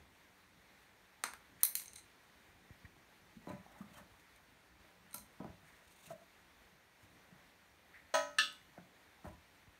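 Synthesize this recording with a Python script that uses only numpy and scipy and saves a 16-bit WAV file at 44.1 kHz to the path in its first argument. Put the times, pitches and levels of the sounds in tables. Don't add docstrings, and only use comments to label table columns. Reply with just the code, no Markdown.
import sys
import numpy as np
from scipy import signal
from scipy.fft import rfft, irfft, next_fast_len
from scipy.io import wavfile
from scipy.ndimage import uniform_filter1d, map_coordinates

SR = 44100
rng = np.random.default_rng(int(sys.argv[2]) if len(sys.argv) > 2 else 0)


def persist_wave(psi):
    counts = np.round(np.clip(psi, -1, 1) * 32767).astype(np.int16)
    wavfile.write(sys.argv[1], SR, np.atleast_2d(counts).T)


def rack_gain(trim_db):
    fader = np.asarray(trim_db, float)
    return 10 ** (fader / 20)


N = 431738

PENCIL_CONTACTS = [(1.2377, -22.5, 0, -9, 0.5), (1.3352, -48.5, 8.5, 2, 3), (1.6328, -14.5, -25, 7, 1.5),
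                   (1.6508, -32, -24, 11, 7), (1.7531, -20.5, -44, 4.5, -1), (1.7969, -30, -20, -17, -1),
                   (1.8577, -35.5, -30, -20, -2), (1.8747, -55, -22, -15, -3), (1.8803, -40, -23, -23, -2),
                   (1.933, -44, -19, -10, 3), (1.957, -38, -23, -12, -2), (1.9599, -33, -32, -20, -2.5),
                   (1.983, -50, -13, -18, 9), (1.9936, -50, -27.5, -10, 4), (3.492, -59, -28, -40, 6),
                   (3.517, -55, 4, -14, -1), (4.197, -62, -5, -17.5, 7), (4.3609, -54, -25.5, -10, 2),
                   (5.1097, -45, -22.5, -15, -6.5), (5.13, -42.5, -23, -10, -2.5),
                   (5.1418, -33, -32, 4, -2.5), (5.1445, -32, -28, 4, -2), (5.181, -37, -29, -22, -1),
                   (5.308, -58, -15, -41, -3), (8.1527, -29.5, 4.5, -11, -1), (8.525, -48.5, -19, 1, -1)]
# pitch [Hz], width [Hz], level [dB].
PENCIL_BENDING = [(2206, 290, -10.5), (4076, 165.6, -3), (6110, 360, -4.5), (8760, 650, 1.5)]
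# pitch [Hz], width [Hz], level [dB].
PENCIL_TIP = [(11600, 820, 2.5), (13650, 1260, 0), (14360, 1400, 1.5)]
# pitch [Hz], width [Hz], level [dB].
PENCIL_SONG = [(2200, 70, -4), (4100, 85, 0), (6250, 130, -1)]
# pitch [Hz], width [Hz], level [dB].
STRUCK_WOOD = [(366.6, 190, -18), (970, 250, -2), (1350, 170, 1.5), (1610, 340, -1), (2370, 1000, -11),
               (3750, 440, -11), (5200, 900, -16)]

# start [s], peak [dB], board pitch [Hz], knuckle slap [dB].
THUMPS = [(1.238, -55, 243, 3), (2.965, -64, 130, 5), (3.365, -49.5, 217, -15.5), (3.804, -42, 207, -19),
          (3.832, -60.5, 200, -13), (3.969, -48, 197, -21), (5.171, -58.5, 119.6, -15),
          (5.19, -54, 52, -25), (5.49, -51.5, 101, -17), (5.629, -61, 164, 1), (6.072, -51.5, 169, -20),
          (6.11, -52.5, 189, -21), (6.724, -58, 172, -17.5), (7.322, -51, 179, -16.5),
          (8.142, -51, 218, -1), (8.385, -56, 210, 5), (8.781, -49.5, 175.4, 0.5),
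          (8.822, -62.5, 183, -18.5), (9.297, -52.5, 168, -8)]
# start [s], peak [dB], board pitch [Hz], knuckle slap [dB],
# frame ring re peak [dB].
SHOVES = [
    (3.471, -41.5, 195, 1.5, -8.5),
    (3.501, -45.5, 95, 6, 1.5),
    (3.53, -40.5, 191, -32, -38),
    (5.144, -48.5, 220, -20, -5),
    (5.401, -36, 215, -7, -13),
    (5.445, -45.5, 171, 6.5, -3.5),
    (9.244, -45, 197, 0, -13),
    (9.264, -44, 82, -0.5, -10),
]
# start [s], peak [dB], pitch [Hz], width [Hz].
BUMPS = [(1.8812, -41, 6300, 250), (1.961, -44, 4050, 120), (3.474, -46, 590, 30), (3.485, -60, 3990, 27),
         (3.512, -52, 2450, 120), (3.663, -48.5, 781, 56), (3.72, -55, 750, 50), (3.76, -55, 848, 29),
         (3.815, -51, 1220, 44), (3.954, -61, 3130, 22), (5.132, -54, 4050, 40), (5.143, -47, 1350, 48),
         (5.143, -55, 945, 44), (5.1817, -44, 6300, 250), (5.41, -48, 480, 35), (6.075, -57, 2700, 90),
         (6.104, -44, 600, 16), (6.101, -53, 1290, 20), (6.103, -58, 990, 22), (6.107, -39.5, 655, 15),
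         (9.254, -46, 800, 110), (8.778, -42, 690, 120), (8.785, -51, 1540, 110), (6.215, -58, 680, 14),
         (5.2, -62, 4100, 30), (9.275, -55, 1400, 70)]
# pitch [Hz], width [Hz], level [dB].
KNUCKLE = [(314, 97, 0.5), (422, 400, -8), (712, 205, -4), (1420, 250, -30)]
# pitch [Hz], level [dB], decay t60 [s].
FRAME_MODES = [(587, 0, .13), (640, -7, .13), (750, -7, .1), (860, -8, .1), (990, -3, .15), (1280, -6, .1),
               (1510, -16, .1)]

# start [s], level [dB], time of a touch [s], pitch it damps around [Hz],
# change of those modes [dB].
RAPS = [
    (8.1396, -30, 8.3, 989, -13),
    (8.3846, -31.5, 8.422, 1730, -9),
]
# level [dB], decay t60 [s].
FOOT_RING_HZ = [280, 587, 638, 707, 796, 855, 989, 1277, 1407, 1510, 1840, 1890, 2476, 2902, 2950, 3337,
                4110, 4269, 4490, 5674, 6153, 6320, 6379, 6444, 6874, 7730, 8220, 15590]
FOOT_RING = [(-22, 0.5), (-2.4, 0.38), (3.3, 0.32), (-11.4, 0.31), (-7.8, 0.3), (-8.1, 0.32), (-2.7, 0.46),
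             (-4.8, 0.47), (-17.3, 0.6), (-7.2, 0.43), (-11.6, 0.36), (-9.1, 0.35), (-18.4, 0.38),
             (-17.0, 0.39), (-16, 0.25), (-11.4, 0.26), (-13.7, 0.24), (-19.4, 0.32), (-27.0, 0.42),
             (-20.7, 0.34), (-24.6, 0.55), (-14.9, 0.44), (-17.5, 0.38), (-15.2, 0.32), (-24.6, 0.32),
             (-27.1, 0.33), (-10, 0.08), (-23.2, 0.33)]
# level [dB], decay t60 [s].
LEG_HZ = [280, 587, 1277, 1507, 1596, 1711, 1749, 2401, 2680, 2740, 2793, 2898, 2950, 3349, 3468, 3532,
          3693, 3849, 4012, 4111, 4382, 4510, 4743, 5572, 5852, 7267, 8064, 8290, 8678, 15100]
LEG = [(-28.1, 0.6), (-25.4, 0.43), (-4.1, 0.27), (-11.9, 0.35), (-2.4, 0.2), (1.2, 0.22), (4.7, 0.22),
       (-21.4, 0.34), (-0.8, 0.18), (-6, 0.28), (-4.5, 0.26), (-10.5, 0.48), (-3.6, 0.29), (-7.7, 0.26),
       (-12, 0.33), (-5, 0.32), (-20.9, 0.3), (-13.0, 0.27), (-6.4, 0.24), (-6.3, 0.22), (-11.2, 0.32),
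       (-12.2, 0.28), (-13, 0.25), (-12.0, 0.22), (-17.5, 0.26), (-21.9, 0.26), (-14.4, 0.4), (-20.5, 0.25),
       (3, 0.03), (-31.6, 0.3)]
# frequency [Hz], density [dB per Hz].
CLATTER = [
    [(330, -47.5), (490, -45), (570, -16), (992, -24), (1080, -36), (1280, -19), (1910, -3), (2170, -17.5),
     (4230, -15.5), (5070, -20), (6340, -17.5), (10800, -34), (15700, -44)],
    [(680, -68), (1150, -21), (1260, -11), (1720, -20), (2190, -22.5), (2730, -18), (3110, -10), (3430, -9),
     (6620, -23), (8330, -32), (10000, -35), (15700, -39)],
]

# frequency [Hz], density [dB per Hz].
SKIN = [(1470, -36), (2500, -2), (3100, -2.5), (3220, -7), (3700, -2), (4960, -13), (6590, -4),
        (7560, -5.5), (8690, -3.5), (10100, -9.5), (15700, -12)]
SCUFF = [(900, -31), (1500, -8.5), (1850, 2), (2350, -5.5), (2800, -25.5), (4500, -34)]
RUB = [(300, -48), (600, 6.5), (850, 1.5), (1300, 0.5), (1800, -2), (3000, -23.5)]
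# peak time [s], peak [dB], swell over 20 dB [s],
# fade over 20 dB [s].
SKIN_STROKES = [(1.615, -64, .035, 0.016), (3.494, -66, 0.026, 0.085), (3.82, -72.5, 0.2, 0.026),
                (3.98, -64.5, 0.1, 0.065), (4.212, -79.5, .15, .12), (5.668, -78.5, 0.1, 0.19),
                (5.95, -71.5, 0.38, 0.45), (6.045, -65.5, 0.022, 0.13), (6.09, -68, 0.12, 0.061),
                (7.046, -72, 0.069, .03), (9.252, -72, 0.042, 0.16)]
SCUFF_STROKES = [(1.612, -64, 0.07, 0.064), (2.854, -57, 0.011, 0.016), (3.494, -69, 0.13, 0.42),
                 (3.82, -80, .45, 0.073), (3.988, -79.5, 0.078, .06), (4.212, -74, 0.059, 0.28),
                 (5.69, -68.5, 0.11, 0.27), (6.082, -77.5, 0.095, .03), (7.046, -83, 0.11, .15),
                 (7.946, -58.5, 0.017, 0.15), (8.778, -75.5, 0.043, .04), (9.252, -78, 0.052, 0.2)]
RUB_STROKES = [
    (2.854, -78, .06, .04),
    (3.494, -52.5, 0.046, 0.056),
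    (3.82, -54.5, 0.34, 0.082),
    (3.988, -49, 0.092, 0.08),
    (5.69, -67, 0.14, 0.37),
    (6.11, -53, 0.066, 0.067),
    (7.046, -69, 0.33, .08),
    (8.778, -58, 0.024, 0.017),
    (9.252, -48.5, 0.014, 0.064),
]

# start [s], peak [dB], base pitch [Hz] (it sags to 0.55 of
# this), # length [s].
GRIP_POPS = [
    (2.489, -64, 100.3, 0.059),
    (2.704, -46, 120.5, 0.019),
    (2.844, -45, 102, 0.02),
    (9.672, -55.5, 104.5, 0.037),
]

# frequency [Hz], density [dB per Hz].
RUMBLE = [(12, -58), (20, -26), (35, 3), (59, 4.5), (151, -5.5), (182, -3), (214, -5.5), (280, -5),
          (308, -5.5), (500, -16.5), (650, -43), (1100, -120)]
HISS = [(240, -15), (400, -5), (519, -3.5), (889, -2.5), (1250, -4.5), (1950, -2), (2420, -5), (2750, -8.5),
        (3280, -9.5), (3540, -8), (4890, -14), (9460, -18.5), (10400, -20), (13100, -20), (15700, -23)]
# time [s], rumble level [dB].
RUMBLE_LEVEL = [(0.0, -70.5), (1.75, -71), (3.9, -67), (4.4, -70.5), (9.79, -70.5)]
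# pitch [Hz], amplitude [dB].
WHIRR_TONES = [(183, -83), (1911, -87), (2428, -91), (3601, -94)]

# frequency [Hz], t60 [s].
ROOM_DECAY = [(100, 0.42), (500, 0.28), (2000, 0.29), (6000, 0.26), (10000, .26), (15000, 0.22)]
# delay [s], level [dB].
WALL_ECHOES = [(.0013, -5), (.0023, -9), (.0036, -12), (.0062, -15), (.0182, -17), (.0305, -24)]
# frequency [Hz], width [Hz], depth [dB].
PORT_DIPS = [(3470, 600, -1), (5040, 240, -2.5), (7590, 572, -3.5), (10280, 370, -4)]


def pencil():
    out = np.zeros(N)
    tip, wood, song = knock(PENCIL_TIP), knock(STRUCK_WOOD), knock(PENCIL_SONG)
    t = np.arange(8192) / SR
    thin = signal.lfilter(*signal.butter(3, 900, "high", fs=SR), t[:256] == 0)
    blow_delay = 0.0005
    for s, db, wood_db, sharp_db, direct_db in PENCIL_CONTACTS:
        tilt_db = 0.8 + 0.45 * min(db + 45, 0) + 0.038 * sharp_db
        body = knock([(hz, w, level + k * tilt_db) for k, (hz, w, level) in enumerate(PENCIL_BENDING)])
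        free = body + rack_gain(-17) * song + rack_gain(sharp_db) * tip
        blow = np.convolve(free, thin)[:len(t)] + rack_gain(wood_db) * wood
        place(out, s + blow_delay, rack_gain(db - 2 + direct_db) * blow, wet_db=-3.5 - direct_db, wall_db=-0.5)

        grit = signal.lfilter([1, 0, 0, -1], 1, rng.standard_normal(len(t)))
        crack = np.convolve((grit * np.exp(-t / 0.0005))[:1024], thin)
        crack_db = db - 8 + 0.5 * sharp_db + direct_db
        place(out, s + blow_delay, rack_gain(crack_db) * crack, wet_db=-6 - direct_db, wall_db=-1)
    return out


def thumps():
    out = np.zeros(N)
    slap = np.convolve(knock(KNUCKLE), np.hanning(SR // 1500), "same")
    slap /= np.abs(slap).max()
    far_frame_db, bump_slap_db = -42, -49
    on_boards = [(*row, far_frame_db) for row in THUMPS] + [tuple(row) for row in SHOVES]
    blows = [(s, db, hz, 29 + 0.058 * hz, slap_db, frame_db) for s, db, hz, slap_db, frame_db in on_boards]
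    blows += [(*row, bump_slap_db, far_frame_db) for row in BUMPS]
    for s, db, hz, width, slap_db, frame_db in blows:
        blow = rack_gain(frame_db) * ring(FRAME_MODES, scatter_db=2.5, attack=0.003)
        board = knock([(hz, max(width, 8), 0)])
        press = np.hanning(round(SR / hz))
        board = np.convolve(board, press)[:len(slap)]
        blow[:len(slap)] += board / np.abs(board).max() + rack_gain(slap_db) * slap
        wet_db, wall_db = (-3, -3) if hz < 400 else (-7, -9)
        place(out, s, rack_gain(db - 1.5) * blow, wet_db, wall_db)
    return out


def steel():
    out = np.zeros(N)
    t = np.arange(SR // 2) / SR
    tubes = np.column_stack([FOOT_RING_HZ, FOOT_RING]), np.column_stack([LEG_HZ, LEG])
    clatter_db, clatter_t60 = (-38.5, -32.5), (0.35, 0.28)
    for rap, modes, colour, fuzz_db, t60 in zip(RAPS, tubes, CLATTER, clatter_db, clatter_t60):
        s, db, touch, near_hz, damp_db = rap
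        held = np.clip((t + s - touch) / 0.004, 0, 1)
        near = abs(modes[:, 0] - near_hz) < 60
        touched = ring(modes[near], scatter_db=0, attack=0.0006, alike_hz=SR, cycles=1.2)
        untouched = ring(modes[~near], scatter_db=0, attack=0.0003, alike_hz=1100, cycles=1.2)
        x = rack_gain(db + damp_db * held) * touched + rack_gain(db) * untouched
        x += rack_gain(fuzz_db - 60 * t / t60) * noise(colour, len(t))
        place(out, s, x, wet_db=-14, wall_db=-16)
    return out


def slides():
    hiss = rack_gain(3.8 * wobble(90)) * noise(SKIN, N)
    scuff = rack_gain(2.47 * wobble(70)) * noise(SCUFF, N)
    rub = rack_gain(0.68 * wobble(50) - 7.5) * noise(RUB, N)
    return strokes(SKIN_STROKES) * hiss + strokes(SCUFF_STROKES) * scuff + strokes(RUB_STROKES) * rub


def strokes(rows):
    t = np.arange(N) / SR
    return sum(rack_gain(db - 20 * np.maximum((s - t) / swell, (t - s) / fade)) for s, db, swell, fade in rows)


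def grip():
    out = np.zeros(N)
    for s, db, hz, length in GRIP_POPS:
        u = np.arange(round(length * SR)) / (length * SR)
        cycles = np.cumsum(hz * (0.55 + 2.9 * np.exp(-u / 0.135))) / SR
        swell = np.sin(np.pi * u ** 0.68)
        out[round(s * SR):][:len(u)] += rack_gain(db) * swell * np.sin(2 * np.pi * cycles)
    return out


def hush():
    rumble_db = np.interp(np.arange(N) / SR, *np.transpose(RUMBLE_LEVEL))
    rumble = rack_gain(rumble_db + 0.99 * wobble(21)) * patchy(noise(RUMBLE, N), depth_db=2)
    hiss = rack_gain(-67 + 0.67 * wobble(12)) * patchy(noise(HISS, N), depth_db=0.9)
    return rumble + hiss


def whirr():
    t = np.arange(N) / SR
    out = np.zeros(N)
    for hz, db in WHIRR_TONES:
        out += rack_gain(db + 3.4 * wobble(3.6)) * np.sin(2 * np.pi * hz * t + 1.5 * wobble(5.6))
    return out


def knock(peaks):
    f = np.fft.rfftfreq(8192, 1 / SR)
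    response = 0
    for k, (hz, width, db) in enumerate(peaks):
        loss = 1j * f * width
        response = response + (-1) ** k * rack_gain(db) * loss / (hz * hz - f * f + loss)
    x = irfft(response)
    return x / np.abs(x).max()


def ring(modes, scatter_db, attack, alike_hz=0, cycles=0):
    t = np.arange(SR // 2) / SR
    hz, db, t60 = np.transpose(modes)[:, :, None]
    luck = rng.standard_normal(hz.shape)
    side = np.where(hz < alike_hz, 1, rng.choice([-1, 1], hz.shape))
    decay = rack_gain(db + scatter_db * luck - 60 * t / np.clip(t60, 0.02, 0.6))
    rise = 1 - np.exp(-t / (attack + cycles / hz))
    return (side * decay * rise * np.sin(2 * np.pi * hz * t)).sum(axis=0)


def place(out, s, x, wet_db, wall_db):
    hz, t, z = signal.stft(rng.standard_normal(SR // 3), SR, nperseg=256)
    tail = signal.istft(z * rack_gain(-60 * t / along(ROOM_DECAY, hz)[:, None]), SR, nperseg=256)[1]
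    t = np.arange(len(tail)) / SR
    tail *= 1 - np.exp(-(t / 0.0077) ** 2)
    tail *= rack_gain(wet_db) / np.linalg.norm(tail)
    tail[0] = 1
    for delay, db in WALL_ECHOES:
        smear = rng.standard_normal(len(t)) * (t >= delay) * np.exp(-abs(t - delay) / 0.0005)
        tail += rack_gain(db + wall_db) * smear / np.linalg.norm(smear)
    wet = signal.fftconvolve(x, tail)
    room = out[round(s * SR):][:len(wet)]
    room += wet[:len(room)]


def noise(spectrum, size):
    m = next_fast_len(size)
    gain = rack_gain(along(spectrum, np.fft.rfftfreq(m, 1 / SR)))
    return unit(irfft(rfft(rng.standard_normal(m)) * gain, m)[:size])


def patchy(x, depth_db):
    z = signal.stft(x, nperseg=512)[2]
    field = uniform_filter1d(rng.standard_normal(z.shape), size=8, axis=0)
    field = uniform_filter1d(field, size=10, axis=1)
    return unit(signal.istft(z * rack_gain(depth_db * unit(field)), nperseg=512)[1][:N])


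def wobble(rate):
    knots = rng.standard_normal(int(N * rate / SR) + 4)
    return map_coordinates(knots, [np.arange(N) * rate / SR])


def along(points, hz):
    f, v = np.transpose(points)
    return np.interp(np.log(hz + 1), np.log(f + 1), v)


def unit(x):
    return x / np.sqrt(np.mean(x ** 2) + 1e-20)


def scene():
    return (pencil() + thumps() + steel() + slides() + grip() + hush() + whirr())[None]


def band_limit(x):
    return signal.sosfilt(signal.butter(12, 17030, fs=SR, output="sos"), x)


def record(dry):
    m = next_fast_len(N + SR // 4)
    f = np.fft.rfftfreq(m, 1 / SR)
    dips_db = sum(db * np.exp(-((f - hz) / w) ** 2) for hz, w, db in PORT_DIPS)
    bass = (1j * f / (35 + 1j * f)) ** 4
    top = np.sin(np.pi / 2 * np.clip((15800 - f) / 160, 0, 1)) ** 2
    top += rack_gain(-30) * (f < 17000)
    mix = irfft(rfft(dry, m) * rack_gain(dips_db) * bass * top, m)[:, :N]
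    return band_limit(mix)


dry = scene()
out = record(dry)
persist_wave(out)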